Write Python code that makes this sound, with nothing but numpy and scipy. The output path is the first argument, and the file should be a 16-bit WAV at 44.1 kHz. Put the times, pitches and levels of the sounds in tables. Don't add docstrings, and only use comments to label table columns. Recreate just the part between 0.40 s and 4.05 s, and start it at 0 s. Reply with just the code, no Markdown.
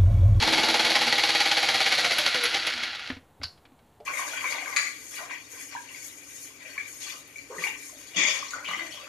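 import sys
import numpy as np
from scipy import signal
from scipy.fft import rfft, irfft, next_fast_len
from scipy.io import wavfile
from scipy.ndimage import uniform_filter1d, map_coordinates

SR = 44100
rng = np.random.default_rng(int(sys.argv[2]) if len(sys.argv) > 2 else 0)


def transcribe(signal):
    frames = np.atleast_2d(signal).T
    limited = np.clip(frames, -1, 1)
    pcm = np.round(limited * 32767).astype(np.int16)
    wavfile.write(sys.argv[1], SR, pcm)


N = 160965


# time in seconds, level in dB.
BREEZE_LEVEL = [(0, -37), (.15, -38.5), (.45, -49), (.65, -56.5), (.8, -83), (.9, -130)]
# frequency in Hz, level in dB.
BREEZE_COLOUR = [(20, -10.5), (60, -10.5), (110, -6), (200, 1), (320, 3), (460, -1.5), (600, -23),
                 (800, -63.5)]
# time in seconds, level in dB.
RUMBLE_LEVEL = [(0, -42.5), (.17, -51.5), (.27, -75), (.5, -91)]
# frequency in Hz, level in dB.
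RUMBLE_COLOUR = [(15, -5.5), (30, -4), (70, -0.5), (200, -27), (1000, -70)]
BREEZE_MID_DB = -1
# frequency in Hz, level in dB.
AIR_COLOUR = [(20, -18), (45, -15), (68, -1), (90, -4), (130, -6.5), (200, -8.5), (450, -11), (900, -14),
              (1500, -21), (2200, -27), (4000, -30), (5000, -38.5), (7000, -31.5), (15000, -35)]
AIR_DB = -60.5
# frequency in Hz, time to fade by 60 dB in seconds.
GARAGE_DECAY = [(100, 0.1), (1000, 0.37), (4500, 0.21), (12000, 0.67)]
GARAGE_DB = -10
TOP_HZ = 15200

# start in seconds, click level in dB,
# upper edge of the click in Hz, thump level in dB, sway level in dB.
TAPS = [(2.701, -23, 2620, -25, -54), (2.723, -41, 2000, -55, -37), (2.766, -39, 3000, -36.5, -43),
        (3.000, -48, 900, -46, -39.5), (3.014, -33.5, 2100, -41.5, -46), (3.043, -50, 3000, -55, -35.5),
        (3.175, -56, 4000, -68, -75), (3.2522, -47.5, 4000, -59.5, -65), (3.319, -63.5, 4000, -48, -67.5),
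        (3.39, -60, 6000, -66, -71)]
CLICK_T60 = 0.054
THUMP_HZ, THUMP_T60, SWAY_HZ, SWAY_T60 = 259.5, 0.084, 86.3, 0.14
# start in seconds, level in dB.
CLINKS = [(3.023, -43), (3.031, -29), (3.034, -20.5), (3.0394, -27), (3.049, -35.5)]
# frequency in Hz, level in dB.
STEEL_COLOUR = [(300, -23), (1400, -11.5), (2300, -11.5), (3100, -9), (4000, -6), (4750, 1), (5600, -13.5),
                (7500, -22), (8800, -40), (10200, -23.5), (14000, -39.5)]
# frequency in Hz, level in dB, time to fade by 60 dB in seconds.
STEEL_MODES = [(1530, 1, 0.13), (2970, -4, 0.14), (3530, -17, .18), (4270, -8, 0.27), (4570, -6, .16),
               (4786, -6, .22), (5000, -7, .13), (5400, -8, 0.18)]
CLINK_T60, CLINK_RING_DB, SPLASH_T60, SPLASH_DB = .02, -22, .13, -17.5
SHIMMER_DB, SHIMMER_HZ, SHIMMER_WIDTH_HZ, SHIMMER_T60 = -14, 4450, 330, 0.16
# frequency in Hz, level in dB, time to fade by 60 dB in seconds.
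PAT_MODES = [(440, 0, 0.12), (600, -2.5, .22), (690, 2.5, 0.074), (820, -5.5, 0.094)]
PAT_S, PAT_DB, PAT_SLAP_DB = 3.602, -42.5, -14
BURST_ATTACK_S, RING_ATTACK_S = 0.00063, 0.0014

# time in seconds, level in dB.
SHAKE_LEVEL = [(0, -42), (.35, -38.5), (.75, -43), (1.5, -45), (2.15, -47), (2.4, -50.5), (2.7, -65),
               (2.83, -79.5)]
# frequency in Hz, level in dB.
PLANK_COLOUR = [(25, -34), (60, -17.5), (140, -5.5), (190, -14.5), (300, -7.5), (550, -2), (760, -5),
                (950, -4), (1600, -24.5), (5000, -58.5)]
# frequency in Hz, width in Hz, lift in dB.
PLANK_MODES = [(132, 27, 3.8), (239.3, 24, 15.1), (323.8, 43, 13), (490.7, 24, 11.2), (766, 55, 4.8)]
SHAKE_SWING_DB, SHAKE_TURN, SHAKE_NOISE_DB = 6, .06, -0.5
THUD_TURN, THUD_DB = -0.0307, -2.5
# time in seconds, level in dB.
BITE_LEVEL = [(0, -35), (.3, -35.5), (.55, -38), (.75, -43.5), (1.6, -44), (2.2, -74.5)]
BITE_HZ, BITE_WIDTH_HZ, BITE_TURN, BITE_SWING_DB = 760, 225, 0.051, 5

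# start in seconds, end in seconds, pitch in Hz, level in dB.
SHORT_TONES = [(.06, .215, 322, -34), (.26, .33, 324, -38), (.44, .56, 326, -38), (.548, .578, 1070, -29),
               (.66, .708, 239, -34.5), (1.625, 1.69, 718, -38), (1.785, 1.835, 600, -38),
               (1.86, 1.9, 545, -42), (1.945, 1.998, 500, -33), (2.015, 2.068, 480, -35.5),
               (2.137, 2.18, 790, -33.5), (2.3, 2.502, 241.8, -52)]
TONE_WANDER = 0.45

# start in seconds, level in dB, pitch in Hz.
PINGS = [(1.784, -29, 11200), (1.788, -42, 13850), (2.035, -25.5, 10860), (2.267, -33, 10900),
         (2.594, -55, 10370)]
PING_T60, PING_WIDTH_HZ = 0.052, 630
# seconds from the turning point, level in dB.
GUIDE_TICKS = [(-.007, -35.5), (.0055, -39), (.019, -37.5)]
GUIDE_HZ, GUIDE_WIDTH_HZ, GUIDE_T60, TICK_SCATTER_DB = 10900, 1100, .04, 1.8
# start in seconds, level in dB.
SNAGS = [(.134, -14.5), (.553, -16.5), (.836, -20), (1.003, -18), (1.1135, -16), (1.286, -17.5),
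         (1.523, -20), (1.646, -17.5), (1.784, -18), (1.861, -16), (1.944, -21.5), (2.056, -17.5),
         (2.143, -18.5), (2.169, -23.5), (2.269, -20.5), (2.276, -24.5), (2.434, -21.5)]
SNAG_T60, SNAG_LOW_HZ = .055, 900

# time in seconds, level in dB.
COAST_LEVEL = [(1.5, -54), (1.9, -32.5), (2.15, -32), (2.3, -33), (2.45, -36), (2.53, -35.5), (2.68, -44.5),
               (2.76, -54), (2.82, -81.5)]
# frequency in Hz, level in dB.
GEARS_COLOUR = [(250, -39.5), (550, -21), (800, 0.5), (1050, -15.5), (1400, 3), (2200, 2), (3100, 2.5),
                (4500, -4), (5200, -5.5), (7400, -22), (8200, -44.5), (15000, -38)]
SCRAPE_PER_S, SCRAPE_SCATTER_DB, SCRAPE_FLUTTER_DB = 5000, 3, 1.5
# start in seconds, level in dB.
SLACK_CLICKS = [(2.301, -25.5), (2.336, -22.5), (2.377, -25.5), (2.475, -30), (2.523, -36), (2.549, -29.5),
                (2.556, -30), (2.594, -32), (2.643, -37.5), (2.674, -31.5), (2.749, -46)]
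SLACK_T60 = .035

# time in seconds, level in dB.
WHINE_LEVEL = [(0, -27.5), (.25, -26.5), (.7, -28), (1.1, -27), (1.5, -29), (1.72, -36), (1.8, -38.5),
               (1.87, -41), (1.96, -37), (2.05, -39), (2.15, -42.5), (2.7, -68)]
# position in turns, level in dB.
WHINE_BEAD = [(-.4, -20), (-.25, -11), (-.16, -18), (-.05, 0), (.08, -1), (.22, -4), (.36, -17)]
WHINE_WANDER, WHINE_FLUTTER_DB = .6, 1.5
SPEED_RIPPLE, RIPPLE_TURN = 0.023, 0.067
GEAR_TEETH = 46

# time in seconds, strokes per second.
SPEED = [(0.0, 19.23), (0.6, 18.07), (1.1, 17.81), (1.55, 16.7), (1.85, 12.71), (2.2, 7.99), (2.5, 4.91),
         (2.8, 0.0)]
START_TURN = -.551
# time in seconds, level in dB.
DRIVE_LEVEL = [(0, -1.8), (.45, -1.67), (1.1, -2.5), (1.65, -1.94), (1.9, -4), (2.15, -7), (2.35, -10.5),
               (2.55, -22), (2.7, -21), (2.76, -39), (2.82, -67)]
# seconds from the turning point, level in dB.
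KNOCKS = [(-.0075, 0), (-.0035, -3.5), (.0055, -3), (0.0106, -7), (.024, -8)]
KNOCK_DB, KNOCK_T60, KNOCK_SCATTER_DB, KNOCK_JITTER_S = -28, 0.059, 1, .0009
KNOCK_SOFTEN_DB = 1
RATTLE_DB, RATTLE_SWING_DB, RATTLE_PER_S, RATTLE_SCATTER_DB = -30.5, 7.5, 1400, 4
TEETH_DB, TOOTH_JITTER, TOOTH_SCATTER_DB = -31, .17, 4
RASP_DB, RASP_SWING_DB = -29.5, -6
LOAD_TURN, LOAD_WIDTH = 0.017, 0.28
# frequency in Hz, level in dB.
CASE_COLOUR = [(100, -47), (400, -13.5), (600, -2.5), (1050, -8.5), (1500, -3.5), (2200, 1), (2700, -1),
               (3600, -1.5), (4550, -3), (5100, -5.5), (6300, -10), (7500, -18), (8800, -27),
               (10800, -18.5), (12500, -35.5), (15000, -52)]
# frequency in Hz, width in Hz, lift in dB.
CASE_MODES = [(842, 78, -1.5), (1228, 35, 6), (1438, 190, 4), (1700, 60, 1.5), (1932, 39, 5.5),
              (2110, 220, 2.5), (2262, 160, 4.5), (2345, 59, -2.5), (2863, 100, 3), (3190, 70, -1),
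              (3278, 140, 5.5), (3950, 200, 4.5), (4286, 280, 4.5), (4590, 80, 6.5)]
# frequency in Hz, level in dB.
BLADE_COLOUR = [(200, -29.5), (700, -6), (2000, -5), (4300, 5), (5200, -2.5), (7400, -11.5), (8600, -21.5),
                (10900, -13.5), (12500, -39), (15000, -64)]


def amp(db):
    return 10 ** (np.asarray(db) / 20)


def unit(x):
    return x / np.sqrt(np.mean(x ** 2) + 1e-20)


def along(points, hz):
    f, v = np.transpose(points)
    return np.interp(np.log(hz + 1), np.log(f + 1), v)


def curve(rows):
    return np.interp(np.arange(N) / SR, *np.transpose(rows))


def wobble(rate):
    knots = rng.standard_normal(int(N * rate / SR) + 4)
    return map_coordinates(knots, [np.arange(N) * rate / SR])


def colour(x, points, modes=()):
    m = 2 * next_fast_len(len(x) // 2 + 4096)
    hz = np.fft.rfftfreq(m, 1 / SR)
    lift = sum(db / (1 + (2 * (hz - f) / w) ** 2) for f, w, db in modes)
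    gain = unit(amp(along(points, hz) + lift))
    fold = irfft(np.log(np.maximum(gain, 1e-6)))
    fold[1:m // 2] *= 2
    fold[m // 2 + 1:] = 0
    return irfft(rfft(x, m) * np.exp(rfft(fold)), m)[:len(x)]


def fade(t60):
    return amp(-60 * np.arange(SR // 2) / SR / t60)


def burst(t60):
    attack = 1 - np.exp(-np.arange(SR // 2) / SR / BURST_ATTACK_S)
    return rng.standard_normal(SR // 2) * fade(t60) * attack


def ring(modes):
    t = np.arange(SR // 2) / SR
    attack = 1 - np.exp(-t / RING_ATTACK_S)
    return attack * sum(amp(db) * fade(t60) * np.sin(2 * np.pi * hz * t) for hz, db, t60 in modes)


def band(hz, width):
    shape = [(-10, -45), (-3.5, -27.5), (0.0, 0), (-0.5, 5.0), (2.0, -20.0), (2.5, -49)]  # (widths, dB)
    return [(hz * np.exp(n * width / hz), db) for n, db in shape]


def add(out, s, sound):
    part = out[max(round(s * SR), 0):][:len(sound)]
    part += sound[:len(part)]


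def pulses(times, scatter_db):
    size = amp(scatter_db * np.clip(rng.standard_normal(len(times)), -2, 2))
    return unit(np.bincount(np.clip(times * SR, 0, N - 1).astype(int), size, N))


def load(turn, centre, swing_db):
    away = (turn - centre + .5) % 1 - .5
    return amp(swing_db * (np.exp(-.5 * (away / LOAD_WIDTH) ** 2) - .5))


def when(turn, marks):
    return np.interp(marks[(marks > turn[0]) & (marks < turn[-1])], turn, np.arange(N) / SR)


def stroke_hits(turn, rows, scatter_db, t60):
    hits = np.zeros(N)
    strokes = np.arange(int(turn[-1]) + 1)
    for lag, db in rows:
        for s in when(turn, strokes):
            start = s + lag + KNOCK_JITTER_S * rng.standard_normal()
            add(hits, start, amp(db + scatter_db * rng.standard_normal()) * burst(t60))
    return hits


def shaped(x, gain):
    m = next_fast_len(N + SR // 2)
    return irfft(rfft(x, m) * gain(np.fft.rfftfreq(m, 1 / SR)), m)[..., :N]


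def background_air():
    return amp(AIR_DB) * colour(rng.standard_normal(N), AIR_COLOUR)


def breeze():
    mid, side = [amp(curve(BREEZE_LEVEL)) * colour(rng.standard_normal(N), BREEZE_COLOUR) for _ in range(2)]
    rumble = amp(curve(RUMBLE_LEVEL)) * colour(rng.standard_normal(N), RUMBLE_COLOUR)
    mid = amp(BREEZE_MID_DB) * mid + rumble
    return np.array([mid + side, mid - side])


def garage(x):
    hz, t, z = signal.stft(rng.standard_normal(SR // 2), SR, nperseg=256)
    decay = amp(-60 * t / along(GARAGE_DECAY, hz)[:, None])
    tail = signal.istft(z * decay, SR, nperseg=256)[1]
    delayed = np.pad(x, (300, 0))
    return amp(GARAGE_DB) * signal.fftconvolve(delayed, tail / np.linalg.norm(tail))[:N]


def shoe_taps():
    out = np.zeros(N)
    for s, click_db, edge_hz, thump_db, sway_db in TAPS:
        click = signal.lfilter(*signal.butter(2, edge_hz, fs=SR), burst(CLICK_T60))
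        add(out, s, amp(click_db) * colour(click, CASE_COLOUR, CASE_MODES))
        thump_noise = colour(burst(THUMP_T60), PLANK_COLOUR, PLANK_MODES)
        thump = ring([(THUMP_HZ, 0, THUMP_T60)]) + amp(-15.0) * thump_noise
        add(out, s, amp(thump_db) * thump + ring([(SWAY_HZ, sway_db, SWAY_T60)]))
    return out


def steel_clinks():
    out = np.zeros(N)
    for s, db in CLINKS:
        strike = colour(burst(CLINK_T60) + amp(SPLASH_DB) * burst(SPLASH_T60), STEEL_COLOUR)
        shimmer = amp(SHIMMER_DB) * colour(burst(SHIMMER_T60), band(SHIMMER_HZ, SHIMMER_WIDTH_HZ))
        add(out, s, amp(db) * (strike + shimmer + amp(CLINK_RING_DB) * ring(STEEL_MODES)))
    return out


def hand_pat():
    out = np.zeros(N)
    slap = amp(PAT_SLAP_DB) * colour(burst(CLICK_T60), CASE_COLOUR)
    add(out, PAT_S, amp(PAT_DB) * (ring(PAT_MODES) + slap))
    return out


def plank(turn):
    thuds = pulses(when(turn, np.arange(int(turn[-1]) + 1) + THUD_TURN), scatter_db=2.0)
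    shudder = rng.standard_normal(N) * load(turn, SHAKE_TURN, SHAKE_SWING_DB)
    shake = amp(THUD_DB) * thuds + amp(SHAKE_NOISE_DB) * shudder
    return colour(shake * amp(curve(SHAKE_LEVEL)), PLANK_COLOUR, PLANK_MODES)


def bite(turn):
    push = rng.standard_normal(N) * load(turn, BITE_TURN, BITE_SWING_DB) * amp(curve(BITE_LEVEL))
    return colour(push, band(BITE_HZ, BITE_WIDTH_HZ))


def short_tones():
    t = np.arange(N) / SR
    out = np.zeros(N)
    for start, end, hz, db in SHORT_TONES:
        progress = np.clip((t - start) / (end - start), 0, 1)
        swell = np.sqrt(np.abs(np.sin(np.pi * progress)))
        out += amp(db) * swell * np.sin(2 * np.pi * hz * t + TONE_WANDER * wobble(rate=32))
    return out


def blade_pings():
    out = np.zeros(N)
    for s, db, hz in PINGS:
        add(out, s, amp(db) * colour(burst(PING_T60), band(hz, PING_WIDTH_HZ)))
    return out


def blade(turn):
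    ticks = stroke_hits(turn, GUIDE_TICKS, TICK_SCATTER_DB, GUIDE_T60) * amp(curve(DRIVE_LEVEL))
    snags = np.zeros(N)
    for s, db in SNAGS:
        add(snags, s, amp(db) * burst(SNAG_T60))
    snags = signal.lfilter(*signal.butter(1, SNAG_LOW_HZ, 'high', fs=SR), snags)
    return colour(ticks, band(GUIDE_HZ, GUIDE_WIDTH_HZ)) + colour(snags, CASE_COLOUR, CASE_MODES)


def coasting(turn):
    grains = pulses(rng.uniform(0, N / SR, int(SCRAPE_PER_S * N / SR)), SCRAPE_SCATTER_DB)
    grains = unit(grains - uniform_filter1d(grains, size=61))
    level = amp(curve(COAST_LEVEL) + SCRAPE_FLUTTER_DB * wobble(rate=130))
    scrape = colour(grains, GEARS_COLOUR, CASE_MODES) * level
    clicks = np.zeros(N)
    for s, db in SLACK_CLICKS:
        add(clicks, s, amp(db) * burst(SLACK_T60))
    return scrape * load(turn, LOAD_TURN, swing_db=7) + colour(clicks, CASE_COLOUR, CASE_MODES)


def gear_whine(turn):
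    uneven = turn + SPEED_RIPPLE / (2 * np.pi) * np.cos(2 * np.pi * (turn - RIPPLE_TURN))
    tone = np.sin(2 * np.pi * GEAR_TEETH * uneven + WHINE_WANDER * wobble(rate=70))
    bead_db = np.interp(turn, *np.transpose(WHINE_BEAD), period=1)
    return tone * amp(curve(WHINE_LEVEL) + bead_db + WHINE_FLUTTER_DB * wobble(rate=94))


def mechanism(turn):
    knocks = stroke_hits(turn, KNOCKS, KNOCK_SCATTER_DB, KNOCK_T60)
    mesh = np.arange(int(turn[0] * GEAR_TEETH), int(turn[-1] * GEAR_TEETH))
    tooth_turns = (mesh + TOOTH_JITTER * rng.standard_normal(len(mesh))) / GEAR_TEETH
    teeth = pulses(when(turn, tooth_turns), TOOTH_SCATTER_DB)
    rattle = pulses(rng.uniform(0, N / SR, int(RATTLE_PER_S * N / SR)), RATTLE_SCATTER_DB)
    clatter = amp(TEETH_DB) * teeth + amp(RATTLE_DB) * rattle
    clatter = clatter * load(turn, LOAD_TURN, RATTLE_SWING_DB)
    clatter = clatter - uniform_filter1d(clatter, size=301)
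    speed = curve(SPEED)
    soften_db = KNOCK_SOFTEN_DB * np.log2(np.clip(2 * speed / speed.max(), 1 / 10, 1))
    blows = amp(KNOCK_DB + soften_db) * unit(knocks) + clatter
    rasp = colour(rng.standard_normal(N), BLADE_COLOUR, CASE_MODES) * load(turn, LOAD_TURN, RASP_SWING_DB)
    return amp(curve(DRIVE_LEVEL)) * (colour(blows, CASE_COLOUR, CASE_MODES) + amp(RASP_DB) * rasp)


def scene():
    turn = START_TURN + np.cumsum(curve(SPEED)) / SR
    handling = shoe_taps() + steel_clinks() + hand_pat()
    cutting = plank(turn) + bite(turn) + short_tones()
    saw = blade_pings() + blade(turn) + coasting(turn) + gear_whine(turn) + mechanism(turn)
    close = handling + cutting + saw
    return background_air() + breeze() + garage(close) + close


def record(dry):
    return shaped(dry, lambda hz: hz < TOP_HZ)


dry = scene()
out = record(dry)
transcribe(out)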